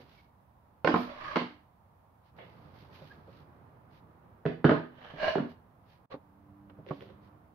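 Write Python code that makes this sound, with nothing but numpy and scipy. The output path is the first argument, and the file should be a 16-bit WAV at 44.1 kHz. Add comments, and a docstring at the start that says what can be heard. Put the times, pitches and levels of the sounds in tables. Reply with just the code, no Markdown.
"""Wooden boards laid on panels on a workbench, close to the microphone, in a small workshop.
A square board clatters down, slides and drops flat; a long plank is fetched, set down, pushed with a
judder and let go; a last panel is knocked and lifted. Blows are noise-driven dense modes plus ringing
sines; slides are jerky noise through board resonances. Behind them: shuffling and rustling noise,
squeaking sines, steady room air, and late on a faint low hum of three sines creeping up in pitch."""
import sys
import numpy as np
from scipy import signal
from scipy.fft import rfft, irfft, next_fast_len
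from scipy.io import wavfile

SR = 44100
rng = np.random.default_rng(int(sys.argv[2]) if len(sys.argv) > 2 else 0)


def generate_wav(sig):
    """Save sig (samples, or channels by samples) to the path in sys.argv[1] as 16-bit PCM at SR."""
    pcm = np.round(np.clip(np.atleast_2d(sig).T, -1, 1) * 32767).astype(np.int16)
    wavfile.write(sys.argv[1], SR, pcm)


N = 332822
TIME = np.arange(N) / SR  # s
RING = np.arange(SR // 2) / SR  # s, the longest ring of one blow
TOP_HZ = 15750  # band limit

# Blows of each board; level is the rms of the first 25 ms, thud and edge are gains at 165 and 3000 Hz,
# clack is the favoured band: (t/s, level/dB, thud/dB, edge/dB, clack f/Hz, ring time factor)
SQUARE_HITS = [(.846, -25, -1, 0.5, 505, 1.6), (.873, -23.5, -4.5, 5, 1750, 1.05),
               (.885, -27.5, -7.5, -11, 330, 0.9), (.894, -33.5, -7, -2, 1680, 1),
               (.941, -23, 7, -2.5, 1120, 0.71), (.959, -27, 8, -5, 277, 1.1),
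               (1.358, -27.5, 4.5, 5.5, 1110, 0.86), (1.366, -28.5, 5.5, 7.5, 610, 0.83),
               (1.415, -37.5, 6, -2, 327, 0.8)]
PLANK_HITS = [(4.454, -29, 7, -8.5, 424, 0.92), (4.462, -30.5, 4, 2, 540, 0.81),
              (4.644, -22.5, -5, -6, 1417, 1), (4.650, -17.5, 5.5, 0, 400, 0.29),
              (4.694, -20.5, -3.5, -3.5, 1230, 0.73), (4.712, -23, 4.5, -4, 352, 1),
              (5.355, -26.5, -5.5, -4.5, 775, 0.4), (5.383, -33, 1.5, -2.5, 1290, 0.5),
              (5.400, -30.5, 6, -9, 260, 0.31)]
# light bumps of boards being handled, same columns:
# (t/s, level/dB, thud/dB, edge/dB, clack f/Hz, ring time factor)
HANDLING_BUMPS = [(0, -57, -8, -14, 453, 3), (3.017, -50.5, 4.5, -3, 600, 4.1),
                  (3.276, -54, -6, -7, 540, 7.6), (5.138, -46.5, -2, 10.5, 160, 0.88),
                  (6.141, -41, -8.5, 0, 594, 0.57), (6.697, -57.5, -11, 22, 1385, 0.83),
                  (6.788, -49, 4.5, -20, 550, 1.6), (6.908, -33.5, 1, 6, 1140, 1.06)]
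# ringing main modes, before each blow's own spread and ring factor: (f/Hz, level/dB, t60/s)
SQUARE_MODES = [(177, -5, 0.11), (245.9, -4.5, 0.33), (294.4, -5, 0.22), (340.7, -2, 0.12), (453, -5, 0.15),
                (706, -2, 0.099), (877, -6, 0.17), (1050.4, 5.5, 0.065), (1566, -8, 0.087),
                (2300, -11.5, 0.11), (2980, -20.5, 0.11)]
PLANK_MODES = [(160, 2.5, 0.12), (246.5, -7.5, 0.49), (291, -6, 0.3), (337.6, -15.5, 0.4), (411, 0, 0.1),
               (458, 1.5, 0.078), (644.6, -11.5, 0.31), (1041, -5.5, .1), (1246, -15.5, 0.14),
               (1612, -10, 0.14), (1730, -8.5, 0.11), (2955, -16, 0.077)]
PANEL_MODES = [(153, 11.5, 0.07), (281, 0.5, 0.27), (391.5, 1, 0.12), (472, -3, 0.083), (550, 7, 0.034),
               (1120, -4.5, 0.062)]
# colour of each board's dense, quickly damped modes: (f/Hz, relative level per Hz/dB)
SQUARE_BODY = [(40, -39), (300, -4.5), (1030, -0.5), (1800, -7.5), (2800, -16.5), (4600, -22), (6000, -36),
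               (7800, -57), (12000, -52.5)]
PLANK_BODY = [(70, -39.5), (150, -7), (240, -3), (450, -1), (850, -3.5), (1800, -8.5), (2400, -18),
              (3100, -19.5), (4500, -28), (7500, -60.5)]
PANEL_BODY = [(60, -21), (200, 13), (600, 11.5), (1200, 6), (2200, -10.5), (4500, -29.5), (7500, -57.5)]
MID_DB = -5  # gain of every blow at 1050 Hz
CLACK_DB, CLACK_WIDTH = 7.5, 1.38  # lift of the favoured band; frequency ratio from centre to edge
CLACK_RISE_S = 0.0014  # a blow spreads through the board
DAMPING_POWER = 0.34  # ring time of the dense modes falls as this power of frequency

# Strokes of wood on wood; release is the time to lose 20 dB.
# the square board skids on its edge, then is pushed home:
# (start t/s, level/dB, attack/s, hold/s, release/s)
SQUARE_SKID = [(.9, -49.5, 0.11, 0.32, 0.075)]
SQUARE_PUSH = [(1.1, -39, 0.2, 0.014, 0.062)]
# the plank scrapes as it is picked up, glides with little weight on it, and is pushed firmly:
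# (start t/s, level/dB, attack/s, hold/s, release/s)
PLANK_PICKUP = [(2.377, -44, 0.01, 0.0078, 0.047)]
PLANK_GLIDE = [(4.88, -52, 0.16, 0.14, 0.13)]
PLANK_PUSHES = [(5.14, -30.5, 0.11, 0.058, 0.013)]
# a short scuff on the bench, then the last panel drags in short scuffs as it is lifted:
# (start t/s, level/dB, attack/s, hold/s, release/s)
PANEL_SCUFF = [(6.087, -48, 0.036, 0.017, 0.033)]
PANEL_DRAGS = [(6.85, -47, 0.028, 0.0072, 0.12), (6.99, -50, 0.031, 0.047, 0.057),
               (7.09, -49.5, 0.012, 0.0085, 0.022)]
SPEED_POWER = 1.68  # friction grows as this power of speed
# resonances of the square board's skid and push: (f/Hz, width/Hz, level/dB)
SKID_RUB = [(610, 28, -5), (1092, 45, -5.5)]
SQUARE_RUB = [(1095, 63, -2.5), (1225, 110, -4.5), (1676, 60, -9), (3200, 280, -17.5)]
# resonances of the plank's pick-up scrape, light glide and firm push: (f/Hz, width/Hz, level/dB)
PICKUP_RUB = [(503, 170, 21), (900, 1450, 9), (1900, 680, 12.5), (3070, 840, 3.5)]
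GLIDE_RUB = [(655, 260, -11.5), (1730, 110, -6), (3010, 220, -14.5)]
PLANK_RUB = [(524, 150, -24), (630.5, 44, -1), (1050, 37, -14.5), (1631, 74, -8.5), (2294, 67, -20.5),
             (2885, 90, -13), (4310, 54, -21.5)]
# resonances of the bench scuff and of the dragging panel: (f/Hz, width/Hz, level/dB)
SCUFF_RUB = [(540, 49, -7), (1120, 50, -9.5), (4060, 1100, -32.5)]
PANEL_RUB = [(383, 19, 3.5), (537, 67, -2.5), (3070, 1000, -29.5)]
# colour of the gritty hiss of a slide: (f/Hz, relative level per Hz/dB)
GRIT = [(100, 6.5), (700, 3), (2000, 7), (4500, -4), (6000, -15), (7700, -37), (12000, -27), (16000, -38.5)]
# the plank's edge sticks and slips free; level is the rms of the first 10 ms: (t/s, level/dB)
EDGE_CATCHES = [(5.199, -36.5), (5.229, -28.5), (5.242, -27.5), (5.280, -24.5), (5.303, -37)]
SLIP_RISE_S = 0.0041  # the edge takes this long to break free

# bouts of moving about with the boards: (start t/s, level/dB, attack/s, hold/s, release/s)
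MOVES = [(0, -61.5, 0.0062, 0.039, .37), (2.32, -56, 0.046, 0.58, 6.1), (6.1, -59, 0.87, 0.36, 0.39)]
# colour of the shuffling, and of the rustle: (f/Hz, relative level per Hz/dB)
SHUFFLE = [(25, -36.5), (80, -1.5), (140, 1.5), (260, -8), (550, -10.5), (1200, -13), (2400, -31.5),
           (6000, -56.5)]
RUSTLE = [(300, -30), (900, -0.5), (1700, 5), (3000, 2.5), (4700, -0.5), (6500, -17), (8000, -36.5),
          (13000, -10.5), (16000, -38)]
# single brushes of palm, sleeve or board face over wood: (t/s, level/dB, half length/s)
BRUSHES = [(.01, -62.5, 0.034), (0.143, -65.5, 0.092), (1.002, -50, 0.072), (2.273, -74.5, 0.038),
           (2.802, -64.5, 0.058), (2.963, -59.5, 0.035), (3.055, -64, 0.11), (3.356, -68, 0.082),
           (3.958, -68, 0.04), (5.51, -65.5, 0.029), (5.924, -70, 0.055), (6.929, -66, 0.056),
           (7.02, -67, 0.06), (7.255, -73, 0.035)]
RUSTLE_DB, RUSTLE_GROWS = -73, 7.3  # sleeves at the briskest moment; how steeply they follow the effort
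# fingers squeak on the boards, f being the mean pitch: (t/s, f/Hz, level/dB, half length/s)
SQUEAKS = [(0.19, 2280, -61.5, 0.021), (3.117, 1615, -49.5, 0.012)]

# the hum swells and fades: (start t/s, level/dB, attack/s, hold/s, release/s)
HUM_SWELL = [(5.9, -56.5, 0.68, 0.49, 0.82)]
# harmonics of the hum: (multiple of the fundamental, mean level/dB)
HUM_ORDERS = [(1, -9), (2, 0), (3, -4.5)]
HUM_START_HZ, HUM_RISE_HZ_PER_S = 95.6, 4.1
# colour of the still room: (f/Hz, relative level per Hz/dB)
AIR = [(25, -28), (50, -15.5), (84, -4.5), (130, -11), (180, -12.5), (400, -24.5), (680, -18), (950, -16),
       (1530, -29.5), (2850, -42.5), (7500, -54), (12500, -45.5)]

# reverberation of the small workshop: (f/Hz, t60/s)
WORKSHOP = [(100, 0.27), (260, 0.29), (700, 0.31), (1840, 0.38), (4850, 0.36)]
# likeness of left and right in the room, and straight from a struck board: (f/Hz, correlation)
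ROOM_ALIKE = [(150, 0.91), (330, 0.83), (700, 0.19), (1400, -0.04)]
KNOCK_ALIKE = [(240, 0.95), (950, 0.37), (3770, 0.06)]
# the boards beam their treble past the microphone: (f/Hz, level/dB)
OFF_AXIS = [(1500, 0.5), (4000, -5.5)]
# stereo balance at the microphone: (f/Hz, left minus right level/dB)
BALANCE = [(150, -3.5), (1290, -3.5), (4400, -5), (8000, 1), (15000, -1)]


def square_board():
    """It clatters down on its far edge, skids, is pushed into place and drops flat."""
    blows = knocks(SQUARE_HITS, SQUARE_MODES, SQUARE_BODY,
                   ring_db=0.0, crack_db=-10.5, clack_t60=0.032, wet_db=-3.5)
    skid = slide(strokes(SQUARE_SKID), SKID_RUB, grit_db=-23.5, spiky_db=3.5, uneven_db=3.0, wet_db=-0.5)
    push = slide(strokes(SQUARE_PUSH), SQUARE_RUB, grit_db=-20.5, spiky_db=4.0, uneven_db=2.5, wet_db=-2)
    return blows + skid + push


def plank():
    """It scrapes as it is picked up, touches, lands and bounces, glides, judders forward and is let go."""
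    pickup = slide(strokes(PLANK_PICKUP), PICKUP_RUB, grit_db=-30, spiky_db=3.5, uneven_db=2.5, wet_db=0)
    blows = knocks(PLANK_HITS, PLANK_MODES, PLANK_BODY,
                   ring_db=2.0, crack_db=2.0, clack_t60=0.031, wet_db=-0.5)
    glide = slide(strokes(PLANK_GLIDE), GLIDE_RUB, grit_db=-19, spiky_db=3.5, uneven_db=2.0, wet_db=-5.5)
    push = slide(strokes(PLANK_PUSHES), PLANK_RUB, grit_db=-22.0, spiky_db=2.0, uneven_db=1.0, wet_db=-4.5)
    return pickup + blows + glide + push + catches()


def catches():
    """Each slip of the edge gives the plank's rubbing resonances a short, sharp ring."""
    out = np.zeros((2, N))
    hz, width, peak_db = np.transpose(PLANK_RUB)[:, :, None]
    # a wider resonance starts stronger and dies sooner
    decay = amp(peak_db) * width * np.exp(-np.pi * width * RING)
    fade = decay * (1 - np.exp(-RING / SLIP_RISE_S))
    for s, db in EDGE_CATCHES:
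        start_cycles = rng.random(hz.shape)
        ring = np.sum(fade * np.sin(2 * np.pi * (hz * RING + start_cycles)), axis=0)
        slip = in_room(np.array([ring, ring]), wet_db=-4)
        onset_level = np.std(slip[:, :SR // 100])
        out[:, round(s * SR):][:, :len(RING)] += amp(db) * slip / onset_level
    return out


def panel():
    """Light bumps; the last panel scuffs the bench, then drags briefly as it is lifted."""
    bumps = knocks(HANDLING_BUMPS, PANEL_MODES, PANEL_BODY,
                   ring_db=3.0, crack_db=-10.5, clack_t60=0.071, wet_db=-16.5)
    scuff = slide(strokes(PANEL_SCUFF), SCUFF_RUB, grit_db=-26.5, spiky_db=-2, uneven_db=-3.0, wet_db=-36)
    drags = slide(strokes(PANEL_DRAGS), PANEL_RUB, grit_db=-24.0, spiky_db=7.5, uneven_db=4.5, wet_db=-7.0)
    return bumps + scuff + drags


def knocks(hits, modes, body, ring_db, crack_db, clack_t60, wet_db):
    """Each blow is a crack and a clack of dense modes, while the board's main modes ring on."""
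    out = np.zeros((2, N + len(RING)))
    hz, mode_db, t60 = np.transpose(modes)[:, :, None]
    tones = amp(mode_db) * np.sin(2 * np.pi * hz * RING)
    dense = dense_modes(clack_t60)
    for s, db, thud_db, edge_db, clack_hz, sustain in hits:
        # the point of contact sets each mode's strength and sign; a pressing hand shortens the ring
        strength = amp(0.68 * rng.standard_normal(len(hz))) * rng.choice([-1, 1], len(hz))
        ring = strength @ (tones * amp(-60 * RING / (t60 * sustain)))
        # a board radiates little deep bass, and the contact is too soft for high treble
        ring = coloured(ring, [(40, -21.0), (100, -6.5), (145, -2.5), (3500, -6.0), (7500, -16.0)])
        clack = rng.standard_normal((2, len(dense))) @ dense
        clack = np.pad(clack, [(0, 0), (0, len(RING) - dense.shape[1])])
        clack = unit(diffuse(clack, KNOCK_ALIKE) * (1 - np.exp(-RING / CLACK_RISE_S)))
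        crack = amp(crack_db) * unit(RING == 0)  # a single click
        blow = unit(coloured(clack + crack, body)) + amp(ring_db) * unit(ring)
        # a flat landing thuds, a corner sounds bright, and each spot favours one band of modes
        tone = [(165, thud_db), (280, 0.002), (620, 0.013), (1050, MID_DB), (3000, edge_db)]
        spot = [(clack_hz / CLACK_WIDTH, 0), (clack_hz, CLACK_DB), (clack_hz * CLACK_WIDTH, 0)]
        blow = in_room(coloured(coloured(blow, tone), spot), wet_db)
        onset_level = np.sqrt(np.mean(blow[:, :SR // 40] ** 2))
        out[:, round(s * SR):][:, :len(RING)] += amp(db) * blow / onset_level
    return out[:, :N]


def dense_modes(t60, count=400):
    """A board's closely spaced modes, one per row; t60 holds at 1 kHz, higher ones die sooner."""
    hz = (np.arange(count) + 1 + rng.random(count))[:, None] * TOP_HZ / count
    life = t60 * (1000 / hz) ** DAMPING_POWER
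    t = RING[:len(RING) // 2]
    return np.sin(2 * np.pi * hz * t) * amp(-60 * t / life) / np.sqrt(life)


def slide(force, resonances, grit_db, spiky_db, uneven_db, wet_db):
    """Wood fibres slip in tiny uneven jerks that excite the board's resonances."""
    start = np.argmax(force > 0)
    stroke = force[start:start + SR]  # one second at most
    n = len(stroke)
    raw_slips = diffuse(rng.standard_normal((2, n)))
    jerks_db = spiky_db * wobble(900, size=n) + uneven_db * wobble(70, size=n)
    slips = unit(raw_slips * amp(jerks_db))

    def wood(f):
        """Resonances side by side, with alternating sign."""
        total = 0
        for k, (centre, width, db) in enumerate(resonances):
            damping = 1j * f * width
            total = total + (-1) ** k * amp(db) * damping / (centre ** 2 - f ** 2 + damping)
        return total

    def groan(x):
        """Wood damps the highest modes."""
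        return coloured(filtered(x, wood), [(4500, 5), (7500, -36.5)])

    # the hiss weakens a little less than the resonances as the stroke lightens
    graze = stroke.max() * (stroke / stroke.max()) ** 0.93
    rub = groan(slips * stroke) + amp(grit_db) * coloured(slips * graze, GRIT)
    sound = in_room(rub / np.std(groan(slips)), wet_db) / np.hypot(1, amp(wet_db))
    return np.pad(sound, [(0, 0), (start, N - start - n)])


def strokes(rows):
    """Gain per sample of hand movements: each gathers speed evenly, holds and dies away."""
    power = np.zeros(N)
    for s, db, attack, hold, release in rows:
        speed = np.clip((TIME - s) / attack, 0, 1)
        braking = np.maximum(TIME - s - attack - hold, 0) / release
        gain = amp(db - 20 * np.minimum(braking, 10)) * speed ** SPEED_POWER
        power += gain ** 2
    return np.sqrt(power)


def handling():
    """Dull shuffling, dry brushing of skin on wood, and small squeaks."""
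    effort = strokes(MOVES)
    shuffle = effort * noise(SHUFFLE) * amp(0.92 * wobble(29))
    sleeves = amp(RUSTLE_DB) * (effort / effort.max()) ** RUSTLE_GROWS
    brush_power = sum((amp(db) * swell(s, half)) ** 2 for s, db, half in BRUSHES)
    pressure = np.sqrt(sleeves ** 2 + brush_power)
    rustle = pressure * noise(RUSTLE) * amp(1.7 * wobble(200))
    waver = np.cumsum(1 + 0.0218 * wobble(180)) / SR  # unsteady time makes the pitch waver
    squeak = np.zeros(N)
    for s, hz, db, half in SQUEAKS:
        squeak += amp(db) * swell(s, half) * np.sin(2 * np.pi * hz * waver)
    return shuffle + rustle + in_room(squeak[None], wet_db=-7)


def swell(s, half):
    """A bell-shaped rise and fall around a moment."""
    return np.exp(-np.minimum(((TIME - s) / half) ** 2, 20))


def background():
    """Steady room air, and a faint hum of harmonics that slowly rises in pitch."""
    hz = HUM_START_HZ + HUM_RISE_HZ_PER_S * (TIME - HUM_SWELL[0][0])
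    phase = 2 * np.pi * np.cumsum(hz * (1 + 0.0069 * wobble(11))) / SR
    hum = np.zeros(N)
    for k, db in HUM_ORDERS:
        hum += amp(db + 2.8 * wobble(2.466)) * np.sin(round(k) * phase)
    return amp(-63.0) * noise(AIR) + strokes(HUM_SWELL) * hum


def in_room(pair, wet_db, build=0.0061):
    """The direct sound, and the workshop's answer building up behind it (time constant build, s)."""
    hz, t, z = signal.stft(rng.standard_normal((2, len(RING))), SR, nperseg=256)
    decay = amp(-60 * t / along(WORKSHOP, hz)[:, None]) * (1 - np.exp(-t / build))
    tail = diffuse(signal.istft(z * decay, SR, nperseg=256)[1])
    wet = signal.fftconvolve(pair[:1], tail / np.linalg.norm(tail[0]), axes=1)
    return coloured(pair, OFF_AXIS) + amp(wet_db) * wet[:, :pair.shape[1]]


def noise(spectrum):
    """Stereo noise of rms 1."""
    return unit(diffuse(coloured(rng.standard_normal((2, N)), spectrum)))


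def diffuse(pair, alike=ROOM_ALIKE):
    """Two unrelated signals become a sound field: alike in the bass, unrelated in the treble."""
    def mid_side(hz):
        turn = np.arccos(np.clip(along(alike, hz), -1, 1)) / 2
        return np.array([np.cos(turn), np.sin(turn)])
    mid, side = filtered(pair, mid_side)
    return np.array([mid + side, mid - side])


def coloured(x, points):
    """x through the causal (minimum-phase) filter with these (f/Hz, level/dB) points."""
    def response(hz):
        cepstrum = irfft(np.log(amp(along(points, hz))))
        # folding the cepstrum forward in time makes the filter causal
        cepstrum[1:len(cepstrum) // 2] *= 2
        cepstrum[len(cepstrum) // 2 + 1:] = 0
        return np.exp(rfft(cepstrum))
    return filtered(x, response)


def filtered(x, response):
    """x times a complex response of frequency."""
    m = next_fast_len(x.shape[-1] + SR // 4, real=True)
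    spectrum = rfft(x, m) * response(np.fft.rfftfreq(m, 1 / SR))
    return irfft(spectrum, m)[..., :x.shape[-1]]


def wobble(rate, size=N):
    """A smooth random curve, rate knots a second."""
    knots = rng.standard_normal(int(size * rate / SR) + 4)
    fine = signal.resample(knots, 10 * len(knots))
    return np.interp(np.arange(size) * 10 * rate / SR, np.arange(len(fine)), fine)


def along(points, hz):
    """(f/Hz, value) points read on a log frequency axis."""
    f, v = np.transpose(points)
    return np.interp(np.log(hz + 1), np.log(f + 1), v)


def unit(x):
    """Scaled to rms 1."""
    return x / np.sqrt(np.mean(x ** 2) + 1e-20)


def amp(db):
    """Decibels to gain."""
    return 10 ** (np.asarray(db) / 20)


def scene():
    """The whole bench at the microphone, louder on the right up to about 7 kHz."""
    bench = square_board() + plank() + panel() + handling() + background()
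    return filtered(bench, lambda hz: amp(np.outer([.5, -.5], along(BALANCE, hz))))


def record(dry):
    """The level dips briefly near 6.08 s; nothing passes above the band limit."""
    dip_db = np.interp(TIME, [6.057, 6.063, 6.097, 6.103], [0, -24, -24, 0])
    return filtered(dry * amp(dip_db), lambda hz: hz < TOP_HZ)


dry = scene()
out = record(dry)
generate_wav(out)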